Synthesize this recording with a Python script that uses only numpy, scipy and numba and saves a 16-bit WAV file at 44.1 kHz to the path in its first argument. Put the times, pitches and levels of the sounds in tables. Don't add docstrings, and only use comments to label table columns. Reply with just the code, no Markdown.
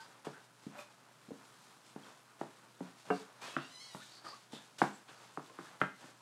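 import sys
import numpy as np
from scipy import signal
from scipy.fft import rfft, irfft, next_fast_len
from scipy.io import wavfile
from scipy.ndimage import uniform_filter1d
from numba import njit

SR = 44100
rng = np.random.default_rng(int(sys.argv[2]) if len(sys.argv) > 2 else 0)


def undo_db(level):
    steps = np.asarray(level, float) / 20
    return 10 ** steps


def dump(signal):
    limited = np.clip(np.atleast_2d(signal).T, -1, 1)
    pcm = np.round(limited * 32767).astype(np.int16)
    wavfile.write(sys.argv[1], SR, pcm)


N = 274169
TIME = np.arange(N) / SR

# f/Hz, density level/dB
FAN_SPECTRUM = [(30, -55), (85, -35), (125, -3), (200, -4.5), (300, -8.5), (520, -10.5), (700, -9.5),
                (1440, -9), (1920, -15), (4000, -18.5), (7300, -20.5), (10000, -21), (13000, -29.5),
                (15600, -33)]
# f/Hz, level/dB, T60/s
ROOM_BANDS = [(200, -8.5, 0.33), (500, -13, 0.3), (1200, -14, 0.24), (2530, -9, 0.32), (6000, -16, 0.5)]
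# centre t/s, level/dB, f/Hz, length/s, glide ratio/1
CHIRPS = [(0.011, -53, 1536, 0.039, 1.0), (.012, -53, 900, 0.043, 1.06), (.79, -47, 591, 0.039, 1.0),
          (.792, -47, 2480, 0.01, 1.0), (.815, -58, 2500, .014, 1.16), (2.037, -55.5, 3250, 0.0074, 1.0),
          (3.547, -50.5, 2605, 0.029, 1.0), (3.975, -54, 1390, 0.014, 0.99), (4.006, -55, 1300, .01, 1.05),
          (4.018, -52, 1480, 0.014, 1.1), (4.028, -53, 1760, 0.017, 1.01), (3.44, -55, 2475, .05, 1.1),
          (3.5, -57, 3300, .04, 1.02), (3.64, -57, 2760, .06, 1.05), (4.267, -44, 1223, 0.012, 0.97),
          (5.503, -54, 1050, .012, 1.0), (5.57, -57, 950, .012, 1.0), (5.655, -56, 1250, .014, 1.0),
          (5.67, -56, 1700, .012, 1.0), (4.336, -47, 1138, 0.019, 1.16), (6.21, -59, 990, 0.014, 1.0)]
# centre t/s, level/dB, f/Hz, bandwidth/Hz, length/s
RASPS = [(.02, -64.5, 4700, 900, 0.073), (0.357, -58.5, 1530, 350, 0.082), (0.797, -70, 11800, 6000, 0.053),
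         (3.472, -53.5, 3000, 4000, .1), (3.6, -58, 3170, 1800, .13), (5.51, -62, 400, 300, .04),
         (2.3, -64, 1300, 900, .06), (3.96, -66, 9000, 8000, 0.085), (4.04, -61.5, 3760, 600, 0.13),
         (4.153, -58.5, 4420, 800, 0.097), (4.295, -55.5, 4650, 900, 0.09), (4.559, -56.5, 3566, 900, .07),
         (5.095, -59.5, 2940, 2000, .03), (5.175, -71, 4600, 700, .06), (5.5, -60, 1400, 1800, 0.0124),
         (5.678, -66, 1400, 600, 0.0714), (4.948, -66, 7600, 800, .05), (3.162, -63, 4600, 900, 0.078)]
# t/s, slip rate f/Hz, level/dB
SQUEAK_STRANDS = [
    [(3.6, 880, -13), (3.635, 915, -7), (3.66, 935, -8), (3.71, 945, -13)],
    [(3.7, 990, -8), (3.715, 1000, -3), (3.735, 1018, -5), (3.755, 1004, 0), (3.8, 1012, -1),
     (3.86, 1006, -7), (3.89, 1000, -4), (3.93, 966, -3), (3.965, 950, -12)],
    [(3.79, 1062, -10), (3.815, 1083, 1), (3.845, 1084, 0), (3.885, 1096, -4), (3.915, 1075, -11)],
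]
# f/Hz, level/dB
EDGE_RESPONSE = [(1000, -19), (2100, -12), (3100, -9), (4200, -2), (5200, -9.5), (6200, -9), (7200, -18),
                 (9000, -16.5), (11000, -31), (14000, -36)]
# t/s, hiss level/dB, drag level/dB, time to fall 20 dB/s
PLUNGES = [
    (0.0, -62.5, -55, 0.23),
    (.246, -51.5, -47.5, 0.06),
    (2.39, -65.5, -59.5, 0.43),
    (3.05, -62.5, -56, 0.47),
    (3.413, -52, -53, 0.3),
    (4.24, -56.5, -54.5, .24),
    (4.517, -55, -53, .17),
    (4.782, -46, -47, .15),
    (5.08, -62, -54.5, .12),
    (5.8, -54.5, -50, 0.11),
]
# centre t/s, hiss level/dB, drag level/dB, length/s
PUSHES = [(.35, -65, -59, 0.17), (.66, -66.5, -69, .1), (0.743, -71, -59, 0.082), (.797, -59, -57, 0.082),
          (1.517, -68.5, -69, .14), (1.332, -69.5, -67, 0.31), (1.676, -67, -64.5, 0.19),
          (1.895, -69, -70.5, .1), (2.06, -64.5, -61.5, .24), (2.854, -67.5, -59, .12),
          (2.977, -67, -67, 0.12), (3.152, -57.5, -62, .14), (3.483, -60, -53, .1),
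          (3.59, -70, -56.5, 0.21), (3.78, -70, -73, .3), (4.0, -59.5, -68, 0.21), (4.17, -63, -68, 0.19),
          (4.7, -69, -70.5, 0.19), (5.184, -65.5, -64.5, 0.18), (4.98, -67, -72, 0.14),
          (5.25, -67, -64, .14), (5.42, -66.5, -70, .3), (5.643, -62, -56, 0.21), (6.053, -62, -57.5, 0.12)]
# f/Hz, density level/dB
SQUELCH_SPECTRUM = [(300, -21), (1000, -8), (2500, -1), (5000, -2.5), (8000, -4), (10500, -11.5),
                    (12500, -17.5), (15500, -30)]
# f/Hz, density level/dB
DRAG_SPECTRUM = [(100, -9.5), (250, -4.5), (600, -3), (900, 0), (1500, -2.5), (2200, -11.5), (3500, -18),
                 (7000, -47), (15500, -70)]
# t/s, peak level/dB, spoon f/Hz, thud f/Hz, treble level/dB
KNOCKS = [(.269, -31, 730, 411, -13.5), (.666, -54, 210, 190, -10), (1.284, -57, 500, 200, -18),
          (1.307, -45.5, 500, 422, -27), (1.317, -48, 500, 254, -25), (1.962, -38.5, 700, 290, -16),
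          (2.413, -30, 834, 296, -16.5), (2.807, -34, 596, 263, -34), (3.103, -22.5, 1100, 429, -9.5),
          (3.5661, -19.5, 1360, 252, -13.5), (3.948, -35, 900, 250, -11), (4.532, -40, 532, 210, -14),
          (4.8173, -16, 814, 320, -6.5), (5.374, -30, 1200, 378, -27), (5.588, -35.5, 1200, 320, -8),
          (5.8151, -13.5, 1400, 290, -10), (6.042, -53, 1150, 260, 2.5)]
# f/Hz, level/dB, T60/s
PAN_MODES = [(188, -5.5, 0.48), (270.3, -2, .1), (320, -3.5, 0.18), (423.5, -2, 0.055), (564, -18, 0.18),
             (722, -10, 0.1), (845, -6.5, 0.033), (958.5, -24, 0.051), (1187, -3, 0.026), (1430, -4, 0.032),
             (1600, -12.5, 0.039), (1748, 0, 0.026), (1803, -11, 0.0333), (2105, -14.5, 0.06),
             (2290, -34, 0.095), (2440, -16, 0.039), (2716, -22, 0.062), (3120, -23, 0.023)]
# t/s, f/Hz, level/dB, T60/s
FREE_RINGS = [(3.103, 188, -30, 0.18), (3.103, 427, -21.5, .085), (4.819, 199, -29, 0.11),
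              (4.817, 285, -30, .07), (5.815, 188, -35, 0.16), (2.807, 180, -37, 0.16),
              (5.375, 300, -37, .08), (3.949, 200, -44, .12), (3.568, 330, -33, .09),
              (5.816, 2050, -30, .04), (.667, 173, -48, 0.11), (3.103, 560, -35, .1),
              (3.108, 721, -26, 0.12), (3.104, 1550, -32, .06), (3.103, 380, -30, .06),
              (3.103, 280, -29, .14), (3.104, 1180, -29, 0.045), (3.103, 2764, -39, 0.065),
              (4.818, 764, -27, 0.045), (4.817, 2440, -32, 0.025), (5.815, 2950, -36, .02),
              (5.374, 760, -36, .025), (5.588, 800, -44, .03), (5.82, 1600, -36, 0.15),
              (5.82, 851, -42, 0.15), (2.414, 1850, -44, 0.02)]
# f/Hz, level/dB, T60/s
HOB_MODE = (140, -17, .12)
# level/dB, T60/s at 200 Hz, T60/s at 3 kHz
SHUDDER_DECAY = (-20, 0.12, 0.04)

FAN_DB, HUM_HZ, HUM_DB = -63.5, 121.3, -74.5
WALL_S, WALL_DB = .021, -12
ROOM_BUILD_S = .012
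SQUEAK_DB = -53
PLUNGE_ATTACK_S = 0.0041
REST_HISS_DB, REST_DRAG_DB = -72, -69
SQUELCH_HZ, SQUELCH_SAG_HZ_PER_DB = 4000, 31
CONTACT_S = .00025
THUD_SAG, THUD_SAG_S = .2, .006
DAMPED_T60_S = .06
MID_KNOCK_DB, MID_KNOCK_HZ = -35, 800
THUD_DB, THUD_PER_DB, THUD_DB_PER_OCTAVE = -4.5, -.5, -4
MID_DB, MID_DB_PER_OCTAVE = -4.5, -8


def level(x, db):
    return x * undo_db(db) / np.sqrt(np.mean(x ** 2))


def colour(x, points):
    hz, db = np.transpose(points)
    n = next_fast_len(len(x))
    log_hz = np.log(np.fft.rfftfreq(n, 1 / SR) + 1)
    gain = undo_db(np.interp(log_hz, np.log(hz), db))
    return irfft(rfft(x, n) * gain, n)[:len(x)]


def walk(rate):
    hold = int(SR / rate)
    steps = np.repeat(rng.standard_normal(N // hold + 1), hold)
    return 1.23 * uniform_filter1d(uniform_filter1d(steps, hold), hold)[:N]


def curve(table):
    s, *columns = np.transpose(table)
    return [np.interp(TIME, s, c) for c in columns]


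def grains(rate, spread_db):
    size = undo_db(spread_db * np.minimum(rng.exponential(size=N), 3))
    pops = (rng.random(N) < rate / SR) * size
    return rng.standard_normal(N) * (1 + signal.lfilter([1], [1, -.95], pops))


@njit
def svf(x, hz, width):
    y, b, l = np.empty(len(x)), 0., 0.
    for i in range(len(x)):
        g, k = np.tan(np.pi * hz[i] / SR), width[i] / hz[i]
        v = (b + g * (x[i] - l)) / (1 + g * (g + k))
        b, l, y[i] = 2 * v - b, l + 2 * g * v, k * v
    return y


def ring(t, hz, t60):
    return np.sin(2 * np.pi * hz * t) * np.exp(-np.log(1000) * t / t60)


def around(s, length):
    return slice(max(int((s - 2 * length) * SR), 0), int((s + 2 * length) * SR))


def kitchen():
    rush = level(colour(grains(300, 1.5), FAN_SPECTRUM), FAN_DB - 3) * undo_db(.7 * walk(3))
    hum = np.sqrt(2) * undo_db(HUM_DB + 0.9 * walk(2.5)) * np.sin(2 * np.pi * HUM_HZ * TIME)
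    return rush + hum


def room(x):
    t = np.arange(SR // 2) / SR
    tail, echoes = np.zeros(len(t)), rng.standard_normal(len(t))
    for size in (512, 256, 512, 256):
        cells = signal.stft(echoes, nperseg=size)[2]
        echoes = signal.istft(cells / np.abs(cells), nperseg=size)[1][:len(t)]
    build = 1 - np.exp(-(t / ROOM_BUILD_S) ** 2)
    for hz, db, t60 in ROOM_BANDS:
        band = svf(echoes, hz + 0 * t, hz + 0 * t) * np.exp(-np.log(1000) * t / t60) * build
        tail += undo_db(db) * band / np.sqrt(np.sum(band ** 2)) * np.sqrt(3 * hz / SR)
    tail[0] = 1
    tail[int(WALL_S * SR)] += undo_db(WALL_DB)
    return signal.fftconvolve(x, tail)[:N]


def rasps():
    out = np.zeros(N)
    for s, db, hz, width, length in RASPS:
        near = around(s, length)
        u = (TIME[near] - s) / length
        centre, span = hz + 0 * u, width + 0 * u
        band = svf(svf(rng.standard_normal(len(u)), centre, span), centre, span)
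        out[near] += level(band, db) * np.exp(-4 * u ** 2)
    return out


def chirps():
    out, waver = np.zeros(N), undo_db(1.5 * walk(200))
    for s, db, hz, length, glide in CHIRPS:
        near = around(s, length)
        u = (TIME[near] - s) / length
        cycles = hz * length * (u + (glide - 1) * u ** 2 / 2)
        out[near] += undo_db(db) * np.exp(-4 * u ** 2) * np.sin(2 * np.pi * cycles)
    return out * waver


def squeak():
    out, (edge_hz, edge_db) = np.zeros(N), np.transpose(EDGE_RESPONSE)
    for strand in SQUEAK_STRANDS:
        on = slice(int(strand[0][0] * SR), int(strand[-1][0] * SR))
        hz, db = (c[on] for c in curve(strand))
        phase = np.cumsum(hz * (1 + .01 * walk(400)[on])) / SR
        fade = signal.windows.tukey(len(hz), .15)
        for k in range(1, 14):
            grip_db = 3 * uniform_filter1d(rng.standard_normal(len(hz)), 300) * np.sqrt(300)
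            harmonic_db = SQUEAK_DB + db + np.interp(k * hz, edge_hz, edge_db) + grip_db
            out[on] += undo_db(harmonic_db) * np.cos(2 * np.pi * k * phase) * fade
    return out


def strokes():
    gain = undo_db(np.array([[REST_HISS_DB], [REST_DRAG_DB]])) + 0 * TIME
    for s, hiss_db, drag_db, fall in PLUNGES:
        u = np.maximum(TIME - s, 0)
        decay = undo_db(np.array([[hiss_db], [drag_db]]) - 20 * u / fall)
        gain = np.hypot(gain, decay * (1 - np.exp(-u / PLUNGE_ATTACK_S)))
    for s, hiss_db, drag_db, length in PUSHES:
        swell = np.exp(-4 * ((TIME - s) / length) ** 2)
        gain = np.hypot(gain, undo_db(np.array([[hiss_db], [drag_db]])) * swell)
    return gain


def stirring():
    hiss, pull = strokes()
    wet = grains(900, 0.66)
    pull_db = 20 * np.log10(pull) - REST_DRAG_DB
    centre_hz = np.clip(SQUELCH_HZ - SQUELCH_SAG_HZ_PER_DB * pull_db, 1500, 9000)
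    resonance = level(svf(wet, centre_hz, centre_hz / 2.6), 0)
    squelch = level(colour(wet, SQUELCH_SPECTRUM), 0) + 0.23 * resonance
    drag = level(colour(grains(300, 2.0), DRAG_SPECTRUM), -0.48)
    return level(squelch, -0.77) * hiss * undo_db(2.0 * walk(30)) + drag * pull * undo_db(1.92 * walk(24.96))


def shudder(t, thud_db, mid_db, treble_db, count=120):
    place = (np.arange(count)[:, None] + rng.random((count, 1))) / count
    hz = 150 * 2 ** (4.6 * place)
    levels_db = [thud_db, mid_db, treble_db, treble_db - 11.5]
    tilt_db = np.interp(np.log(hz), np.log([350, 800, 1800, 3600]), levels_db)
    t60 = np.interp(np.log(hz), np.log([200, 3000]), SHUDDER_DECAY[1:])
    strength = rng.standard_normal((count, 1)) * undo_db(SHUDDER_DECAY[0] + tilt_db)
    return np.sum(strength * ring(t, hz, t60), axis=0)


def knocks():
    out, t = np.zeros(N + SR), np.arange(SR // 5) / SR
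    hz, db, t60 = np.transpose(PAN_MODES)[:, :, None]
    damped_t60 = np.minimum(t60, DAMPED_T60_S)
    chance = rng.standard_normal((len(KNOCKS), 2, len(PAN_MODES), 1))
    hob_hz, hob_db, hob_t60 = HOB_MODE
    hob = undo_db(hob_db) * ring(t, hob_hz, hob_t60) * (1 - np.exp(-t / 0.003))
    sagging_t = t + THUD_SAG * THUD_SAG_S * (1 - np.exp(-t / THUD_SAG_S))
    contact = 1 - np.exp(-(t / CONTACT_S) ** 2)
    for (s, peak_db, wood_hz, thud_hz, treble_db), (place, detune) in zip(KNOCKS, chance):
        octaves = np.log2(wood_hz / MID_KNOCK_HZ)
        thud_db = THUD_DB + THUD_PER_DB * (peak_db - MID_KNOCK_DB) + THUD_DB_PER_OCTAVE * octaves
        mid_db = MID_DB + MID_DB_PER_OCTAVE * max(octaves, 0)
        tilt_db = np.interp(np.log(hz), np.log([350, 800, 1800]), [thud_db, mid_db, treble_db])
        strength = np.sign(place) * undo_db(db + tilt_db + 2.9 * place)
        pan = np.sum(strength * ring(t, hz * (1 + 0.045 * detune), damped_t60), axis=0)
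        wood = undo_db(5) * ring(t, wood_hz, 0.0083) + undo_db(treble_db - 4.5) * ring(t, 2310, 0.012)
        thud = -undo_db(thud_db + 5.5) * ring(sagging_t, thud_hz, 0.045) * (1 - np.exp(-t / 0.001))
        thud += undo_db(0.41 * thud_db) * hob
        blow = undo_db(-5) * pan + shudder(t, thud_db, mid_db, treble_db) - wood + thud
        i = int(s * SR)
        out[i:i + len(t)] += undo_db(peak_db) * blow * contact
    for s, hz, db, t60 in FREE_RINGS:
        i = int(s * SR)
        out[i:i + len(t)] += undo_db(db) * ring(t, hz, t60) * (1 - np.exp(-t / 0.0022))
    return out[:N]


def scene():
    at_pan = knocks() + stirring() + squeak() + chirps() + rasps()
    return (room(at_pan) + kitchen())[None]


def low_pass(x):
    return signal.sosfilt(signal.butter(12, 15770, fs=SR, output="sos"), x)


def record(dry):
    x = signal.sosfilt(signal.butter(3, 115, "high", fs=SR, output="sos"), dry)
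    x = signal.sosfilt(signal.ellip(8, .3, 60, 15800, fs=SR, output="sos"), x)
    return low_pass(x)


dry = scene()
out = record(dry)
dump(out)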